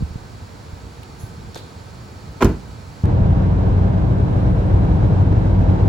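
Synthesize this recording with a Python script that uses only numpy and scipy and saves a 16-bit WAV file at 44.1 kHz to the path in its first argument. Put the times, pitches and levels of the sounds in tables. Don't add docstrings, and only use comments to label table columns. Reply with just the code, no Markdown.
import sys
import numpy as np
from scipy import signal
from scipy.fft import irfft
from scipy.io import wavfile
from scipy.ndimage import uniform_filter1d, minimum_filter1d

SR = 44100
rng = np.random.default_rng(int(sys.argv[2]) if len(sys.argv) > 2 else 0)


def to_wav(s):
    ch = np.atleast_2d(s).T
    pcm = np.round(np.clip(ch, -1, 1) * 32767)
    wavfile.write(sys.argv[1], SR, pcm.astype(np.int16))


N = 259647
TIME_S = np.arange(N) / SR
FREQ_HZ = np.maximum(np.arange(N // 2 + 1) * SR / N, 1)
CABIN_START_S = 3.036
CABIN_LAG_S = 0.00036

# freq_hz, density_db
STREET_SPECTRUM = [(18, -50), (30, -23), (55, -2.5), (95, 0.5), (170, -6.5), (290, -14), (450, -18.5),
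                   (620, -19.5), (880, -18.5), (1900, -28), (2900, -32.5), (4400, -33.5), (6000, -36),
                   (7800, -35), (9700, -36), (11300, -46.5), (12800, -59), (14600, -43), (15800, -39)]
# freq_hz, correlation
STREET_CORRELATION = [(60, 1), (200, 0.72), (400, 0.67), (900, -0.19), (2400, 0.3), (4400, 0.58),
                      (7600, 0.42), (8900, -2.31), (11500, 1), (15000, -0.47)]
# centre_hz, width_hz, boost_db
WHIRR_PEAKS = [(464, 49, 6.5), (890, 90, 3), (1290, 18, 9), (1533, 20, 10.5), (2370, 54, 5.5),
               (3600, 110, 1), (3880, 51, 5), (4260, 200, 7), (4670, 150, 7), (5450, 88, 7.5)]
# start_s, level_db, pitch_hz, decay_cycles
STREET_BUMPS = [(.007, -17, 161.5, 12), (.022, -9.5, 165, 7.8), (0.026, -14, 72.6, 14),
                (0.106, -19.5, 79, 7.7), (.157, -11.5, 128, 3.3), (.42, -25, 100, 12),
                (0.731, -18, 93, 4.1), (1.235, -20, 109, 8.1)]
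# freq_hz, t60_s
ECHO_DECAY = [(100, 0.13), (400, 0.33), (1500, 0.32), (5000, 0.25), (14000, 0.21)]

# mid_s, level_db, half_length_s, centre_hz, width_oct
WINDOW_GUST = (4.6, -69, 0.45, 9500, .45)
# start_s, level_db, lowpass_hz
CABIN_TICK = (3.0565, -11.5, 2500)
# start_s, level_db, pitch_hz, decay_cycles
ROAD_JOINTS = [(3.0365, -4, 104, 9.3), (3.082, -20, 111, 5), (4.136, -7.5, 100, 3.9)]
# freq_hz, density_db
RUMBLE_SPECTRUM = [(18, -46), (27, -20), (36, -6.5), (64, -3), (98, -2), (115, -1), (146, -7), (185, -9),
                   (205, -18), (280, -30), (360, -50), (620, -120)]
# freq_hz, density_db
ROAR_SPECTRUM = [(130, -22.5), (220, -6.5), (306, -2), (420, -7.5), (500, -7), (620, -11), (900, -14.5),
                 (1220, -21.5), (1600, -24.5), (1900, -31), (3600, -39.5), (7200, -50), (10500, -61.5),
                 (15000, -71.5)]
# centre_hz, width_hz, boost_db
ROAR_PEAKS = [(560, 30, 0.5), (658, 18, 5.5), (770, 30, 3.5), (940, 110, 2.5), (1542, 53, 2.5),
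              (1713, 25, 2), (2150, 250, 1), (2760, 120, 0), (3920, 250, 3.5), (10000, 490, 4.5)]
# freq_hz, correlation
CABIN_CORRELATION = [(60, 0.93), (130, 1), (290, .45), (640, 0.12), (1400, 0.4), (3000, 0.11), (7000, 0.04),
                     (15000, 0.16)]
# mid_s, rumble_db, roar_db, half_length_s
ROAD_PATCHES = [(3.305, 0.5, 0.5, 0.15), (4.224, -1, -0.1, .15), (4.954, 2, 0.6, 0.24),
                (5.75, 1, 0.9, 0.21)]
# order, level_db, left_minus_right_db
FIRING_ORDERS = [(1, -20, -0.5), (2, -28, -6), (3, -55.5, 3.5), (6, -52, 4)]
# pitch_hz, level_db
WHEEL_TONES = [(37.7, -32.5), (56.6, -26), (113.2, -27), (164, -36), (210, -42), (247, -39), (303, -41.5)]

# peak_s, level_db, centre_hz, width_oct, rise_s, t60_s
SWING_RUBS = [(1.033, -39.5, 2900, .4, 0.00088, 0.019), (1.033, -44, 11000, 0.56, .0006, 0.012),
              (1.205, -51, 6600, 0.17, 0.014, 0.29), (1.214, -49.5, 10500, 0.13, 0.02, 0.36),
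              (1.245, -58, 15000, .1, .04, .25), (1.5463, -33.5, 4970, 0.6, .0006, 0.013),
              (1.557, -42, 6900, 0.73, 0.0033, 0.06), (1.56, -29, 560, 1.2, 0.0015, 0.05),
              (1.563, -42.5, 3850, 0.25, 0.005, 0.4), (1.574, -41, 3600, 1.9, 0.001, 0.14)]
# start_s, level_db, tilt_db_per_oct
STAY_IMPACTS = [(1.5455, -11, 4), (1.5545, -8, 5), (1.5585, -7, 3), (1.5615, -2, -2), (1.5685, -8, -2),
                (1.575, -3, 2), (1.592, -12, 1)]
# pitch_hz, level_db, t60_s
STAY_RING = [(484, -34, .08), (860, -41, .035), (1580, -49, .04), (2350, -47, 0.04), (3580, -39, 0.024),
             (3800, -43, 0.035), (4320, -42, 0.028), (5200, -48, .01), (6050, -48, .014), (6700, -47, .016)]
# peak_s, level_db, contact_s, highpass_hz
DOOR_PUSHES = [(2.4262, -5.5, 0.00021, 212), (2.434, 0.5, 0.011, 30), (2.4528, 1.5, 0.0027, 30.2)]
# pitch_hz, level_db, t60_s
PANEL_MODES = [(54.2, -18, 0.4), (73.5, -15.5, 0.28), (99, -20, 0.34), (145.2, -14, 0.3), (196, -9.5, 0.12),
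               (231.8, -10, 0.32), (277, -29, 0.32), (319, -16, 0.34), (360, -0.5, 0.064),
               (396.3, -15, 0.34), (453, -13.5, 0.18), (620, -26, 0.17), (738, -25, .18), (894, -28, .25),
               (1400, -25, 0.13)]
# freq_hz, density_db
DOOR_SPECTRUM = [(60, 3), (200, 7.5), (380, 5.5), (550, -2), (750, -6.5), (1000, -4.5), (1180, -7.5),
                 (1450, -4), (1850, -9), (2400, -8), (3400, -14.5), (4500, -14.5), (7000, -11), (9400, -17),
                 (11700, -15), (15000, -20)]
# centre_hz, width_hz, boost_db
SHELL_PEAKS = [(644, 58, 6.5), (980, 110, 5), (1410, 90, 2.5), (3200, 120, 1)]
# freq_hz, correlation
SLAM_CORRELATION = [(100, 1), (1000, 1), (4000, 0.49), (9000, -0.87), (14000, 0.27)]
# peak_s, level_db, highpass_hz, lowpass_hz, t60_s, crack_relative_db
SLAM_CONTACTS = [(2.409, -20, 290, 750, 0.1, -23), (2.418, -13, 390, 200, 0.035, -32),
                 (2.4236, -14.5, 700, 1500, 0.045, -14), (2.4286, -8.5, 210, 700, 0.035, -5),
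                 (2.434, -34, 5000, 12000, 0.03, -24), (2.446, -24, 5000, 15000, 0.028, -18),
                 (2.447, -11, 125, 200, 0.059, -12), (2.4535, -15.5, 190, 1100, 0.07, -10),
                 (2.467, -15, 110, 100, 0.3, -18), (2.493, -22.5, 200, 330, 0.15, -18)]
# start_s, level_db, tilt_db_per_oct
CATCH_IMPACTS = [(2.423, 0, -2), (2.426, -1, -1), (2.4289, -2, 1.5), (2.4465, -12, 5), (2.4535, -11, 1.5),
                 (2.459, -15, 2)]
# pitch_hz, level_db, t60_s
CATCH_RING = [(990, -15, .032), (1400, -19, .02), (1680, -21, .012), (2450, -22, .011), (3900, -28, .008),
              (6000, -30, .005), (1836, -41, .09), (2370, -40, 0.065), (2690, -40, 0.09), (3030, -36, 0.08),
              (3670, -40, .07), (4222, -37, 0.066), (4970, -41, 0.08)]


def from_db(db):
    return 10 ** (np.asarray(db) / 20)


def unit_rms(x):
    return x / np.sqrt(np.mean(x ** 2) + 1e-20)


def pan(left_minus_right_db):
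    return from_db([[left_minus_right_db / 2], [-left_minus_right_db / 2]])


def delay(x, lag_s):
    return np.interp(TIME_S - lag_s, TIME_S, x, left=0)


def butterworth(x, order, edge_hz, kind):
    return signal.sosfilt(signal.butter(order, edge_hz, kind, fs=SR, output="sos"), x)


def curve(points, at_hz=FREQ_HZ):
    freq_hz, value = np.transpose(points)
    return np.interp(np.log(at_hz), np.log(freq_hz), value)


def resonances(peaks):
    return from_db(sum(db / (1 + (2 * (FREQ_HZ - hz) / width_hz) ** 2) for hz, width_hz, db in peaks))


def pink_band(centre_hz, width_oct):
    return np.exp(-0.5 * (np.log2(FREQ_HZ / centre_hz) / width_oct) ** 2) / np.sqrt(FREQ_HZ)


def drift(rate_hz, hop=200, warmup=1000):
    pole = np.exp(-2 * np.pi * rate_hz * hop / SR)
    white = rng.standard_normal(N // hop + warmup + 2)
    slow = signal.lfilter([1], [1, -2 * pole, pole * pole], white)[warmup:]
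    return np.interp(np.arange(N) / hop, np.arange(len(slow)), unit_rms(slow))


def noise(colour, correlation, left_lag_s=0):
    shape = (2, len(FREQ_HZ))
    mid, side = rng.standard_normal(shape) + 1j * rng.standard_normal(shape)
    correlation = np.clip(correlation, -0.99, 0.99)
    spectra = colour * (np.sqrt(1 + correlation) * mid + np.sqrt(1 - correlation) * side * [[1], [-1]])
    spectra[0] *= np.exp(-2j * np.pi * FREQ_HZ * left_lag_s)
    return unit_rms(irfft(spectra, N))


def swell(mid_s, half_length_s):
    return np.exp(-((TIME_S - mid_s) / half_length_s) ** 2)


def burst(peak_s, rise_s, t60_s):
    age_s = TIME_S - peak_s
    return np.exp(-(np.minimum(age_s, 0) / rise_s) ** 2) * from_db(-60 * np.clip(age_s / t60_s, 0, 10))


def ring(force, pitch_hz, t60_s):
    radius, step_rad = from_db(-60 / (t60_s * SR)), 2 * np.pi * pitch_hz / SR
    feedback = [1, -2 * radius * np.cos(step_rad), radius * radius]
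    return signal.lfilter([0, np.sin(step_rad)], feedback, force + 1e-18)


def thumps(knocks, rise_s=0.0003):
    out = 0
    for start_s, level_db, pitch_hz, decay_cycles in knocks:
        tone = np.sin(2 * np.pi * pitch_hz * np.maximum(TIME_S - start_s, 0))
        out += from_db(level_db) * burst(start_s, rise_s, decay_cycles / pitch_hz) * tone
    return out


def struck_steel(impacts, modes, spread_db=1.5, pivot_hz=2000):
    start_s, impact_db, tilt_db_per_oct = np.transpose(impacts)
    scatter_db = spread_db * rng.standard_normal((len(impacts), len(modes), 2))
    out = 0
    for k, (pitch_hz, mode_db, t60_s) in enumerate(modes):
        force_db = mode_db + impact_db + tilt_db_per_oct * np.log2(pitch_hz / pivot_hz)
        force = np.zeros((2, N))
        force[:, (start_s * SR).astype(int)] = from_db(force_db + scatter_db[:, k].T)
        out += (-1) ** k * ring(force, pitch_hz, t60_s)
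    return out


def street(rumble_db=-38, hiss_db=-43, split_hz=300, gust_db=1.8, gust_rate_hz=12.5):
    colour = from_db(curve(STREET_SPECTRUM)) * resonances(WHIRR_PEAKS)
    correlation = curve(STREET_CORRELATION)
    low_share = 1 / (1 + (FREQ_HZ / split_hz) ** 8)
    rumble = noise(colour * np.sqrt(low_share), correlation)
    rumble *= from_db(rumble_db + gust_db * drift(gust_rate_hz))
    hiss = noise(colour * np.sqrt(1 - low_share), correlation) * from_db(hiss_db)
    return rumble + hiss


def bumps(right_lag_s=0.00082):
    knocks = thumps(STREET_BUMPS)
    return np.array([knocks, delay(knocks, right_lag_s)])


def forecourt_echo(source, tail_samples=32768, build_s=0.012):
    age_s, tail = np.arange(tail_samples) / SR, 0
    for low_hz in 62.5 * 2 ** np.arange(8):
        octave = butterworth(rng.standard_normal((2, tail_samples)), 2, [low_hz, 2 * low_hz], "band")
        tail += octave * from_db(-60 * age_s / curve(ECHO_DECAY, low_hz * np.sqrt(2)))
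    tail *= 1 - np.exp(-age_s / build_s)
    return signal.fftconvolve(source, unit_rms(tail) / np.sqrt(tail_samples), axes=1)[:, :N]


def window_hiss():
    mid_s, level_db, half_length_s, centre_hz, width_oct = WINDOW_GUST
    hiss = noise(pink_band(centre_hz, width_oct), correlation=0.1)
    return from_db(level_db) * swell(mid_s, half_length_s) * hiss


def tick():
    start_s, level_db, lowpass_hz = CABIN_TICK
    return from_db(level_db) * butterworth(signal.unit_impulse(N, int(start_s * SR)), 1, lowpass_hz, "low")


def jolts():
    knocks = thumps(ROAD_JOINTS)
    return np.array([delay(knocks, CABIN_LAG_S), knocks])


def road(rumble_db=-17, roar_db=-26, growth_db_per_s=0.16, rumble_waver_db=0.36, roar_waver_db=0.7,
         treble_right_db=3.5, lean_above_hz=1100):
    speed_db = growth_db_per_s * (TIME_S - CABIN_START_S)
    shake_db, coarse_db = sum(np.outer(levels_db, swell(mid_s, half_length_s))
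                              for mid_s, *levels_db, half_length_s in ROAD_PATCHES)
    correlation = curve(CABIN_CORRELATION)
    rumble = noise(from_db(curve(RUMBLE_SPECTRUM)), correlation, CABIN_LAG_S)
    rumble *= from_db(rumble_db + speed_db + shake_db + rumble_waver_db * drift(rate_hz=13))
    colour = from_db(curve(ROAR_SPECTRUM)) * resonances(ROAR_PEAKS)
    lean_db = treble_right_db / (1 + (lean_above_hz / FREQ_HZ) ** 4)
    roar = noise(colour * from_db([-lean_db / 2, lean_db / 2]), correlation, CABIN_LAG_S)
    roar *= from_db(roar_db + speed_db + coarse_db + roar_waver_db * drift(rate_hz=25))
    return rumble + roar


def drone(firing_hz=93, creep_hz_per_s=0.5, engine_waver_db=0.5, wheel_waver_db=2.4, wheel_slip=0.00402):
    firings = np.cumsum(firing_hz + creep_hz_per_s * (TIME_S - CABIN_START_S)) / SR
    tones = 0
    for order, level_db, pan_db in FIRING_ORDERS:
        gain = pan(pan_db) * from_db(level_db + engine_waver_db * drift(rate_hz=6.1))
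        tones += gain * np.sin(2 * np.pi * (order * firings + rng.random()))
    rolled_s = np.cumsum(1 + wheel_slip * drift(rate_hz=2.03)) / SR
    for pitch_hz, level_db in WHEEL_TONES:
        gain = from_db(level_db + wheel_waver_db * drift(rate_hz=5.4))
        tones += gain * np.sin(2 * np.pi * (pitch_hz * rolled_s + rng.random()))
    left, right = np.sqrt(2) * tones
    return np.array([delay(left, CABIN_LAG_S), right])


def door_swing():
    rubs = 0
    for peak_s, level_db, centre_hz, width_oct, rise_s, t60_s in SWING_RUBS:
        friction = noise(pink_band(centre_hz, width_oct), correlation=0.18)
        rubs += from_db(level_db) * burst(peak_s, rise_s, t60_s) * friction
    return rubs + struck_steel(STAY_IMPACTS, STAY_RING)


def door_panels(gain_db=1.5, spread_db=1.0, bending_hz=500):
    force, out = 0, 0
    for peak_s, level_db, contact_s, highpass_hz in DOOR_PUSHES:
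        pulse = swell(peak_s, contact_s / 2)
        force += butterworth(from_db(level_db) * pulse / pulse.sum(), 2, highpass_hz, "high")
    for k, (pitch_hz, level_db, t60_s) in enumerate(PANEL_MODES):
        sign = (-1) ** k if pitch_hz > bending_hz else 1
        gain = from_db(level_db + gain_db + spread_db * rng.standard_normal((2, 1)))
        out += sign * gain * ring(force, pitch_hz, t60_s)
    return out


def door_latch(hard_rise_s=0.00067, crack_t60_s=0.0096, crack_above_hz=2000):
    shell = from_db(curve(DOOR_SPECTRUM)) * resonances(SHELL_PEAKS)
    out = 0
    for peak_s, level_db, highpass_hz, lowpass_hz, t60_s, crack_relative_db in SLAM_CONTACTS:
        rise_s = hard_rise_s + 1 / lowpass_hz
        colour = shell / np.hypot(1, FREQ_HZ / lowpass_hz) / np.hypot(1, (highpass_hz / FREQ_HZ) ** 3)
        cloud = from_db(level_db) * noise(colour, curve(SLAM_CORRELATION))
        crack = from_db(crack_relative_db) * butterworth(cloud, 1, crack_above_hz, "high")
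        out += cloud * burst(peak_s, rise_s, t60_s) + crack * burst(peak_s, rise_s / 2, crack_t60_s)
    return out + struck_steel(CATCH_IMPACTS, CATCH_RING)


def scene(echo_db=-19.5, street_pan_db=-2.1, door_pan_db=-1.2, cabin_pan_db=1.1, crossfade_s=0.0027):
    door = (door_swing() + door_latch() + door_panels()) * pan(door_pan_db)
    kerb = (street() + bumps()) * pan(street_pan_db) + door + from_db(echo_db) * forecourt_echo(door)
    cabin = (road() + jolts() + window_hiss() + drone() + tick()) * pan(cabin_pan_db)
    inside = np.clip((TIME_S - CABIN_START_S) / crossfade_s, 0, 1)
    return (1 - inside) * kerb + inside * cabin


def record(dry, ceiling=1.0, highpass_hz=18, lowpass_hz=15900, window_samples=221):
    trimmed = butterworth(dry, 2, highpass_hz, "high")
    allowed_gain = ceiling / np.maximum(np.abs(trimmed).max(axis=0), ceiling)
    gain = uniform_filter1d(minimum_filter1d(allowed_gain, window_samples), window_samples)
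    return signal.sosfilt(signal.ellip(10, 0.1, 90, lowpass_hz, fs=SR, output="sos"), trimmed * gain)


dry = scene()
out = record(dry)
to_wav(out)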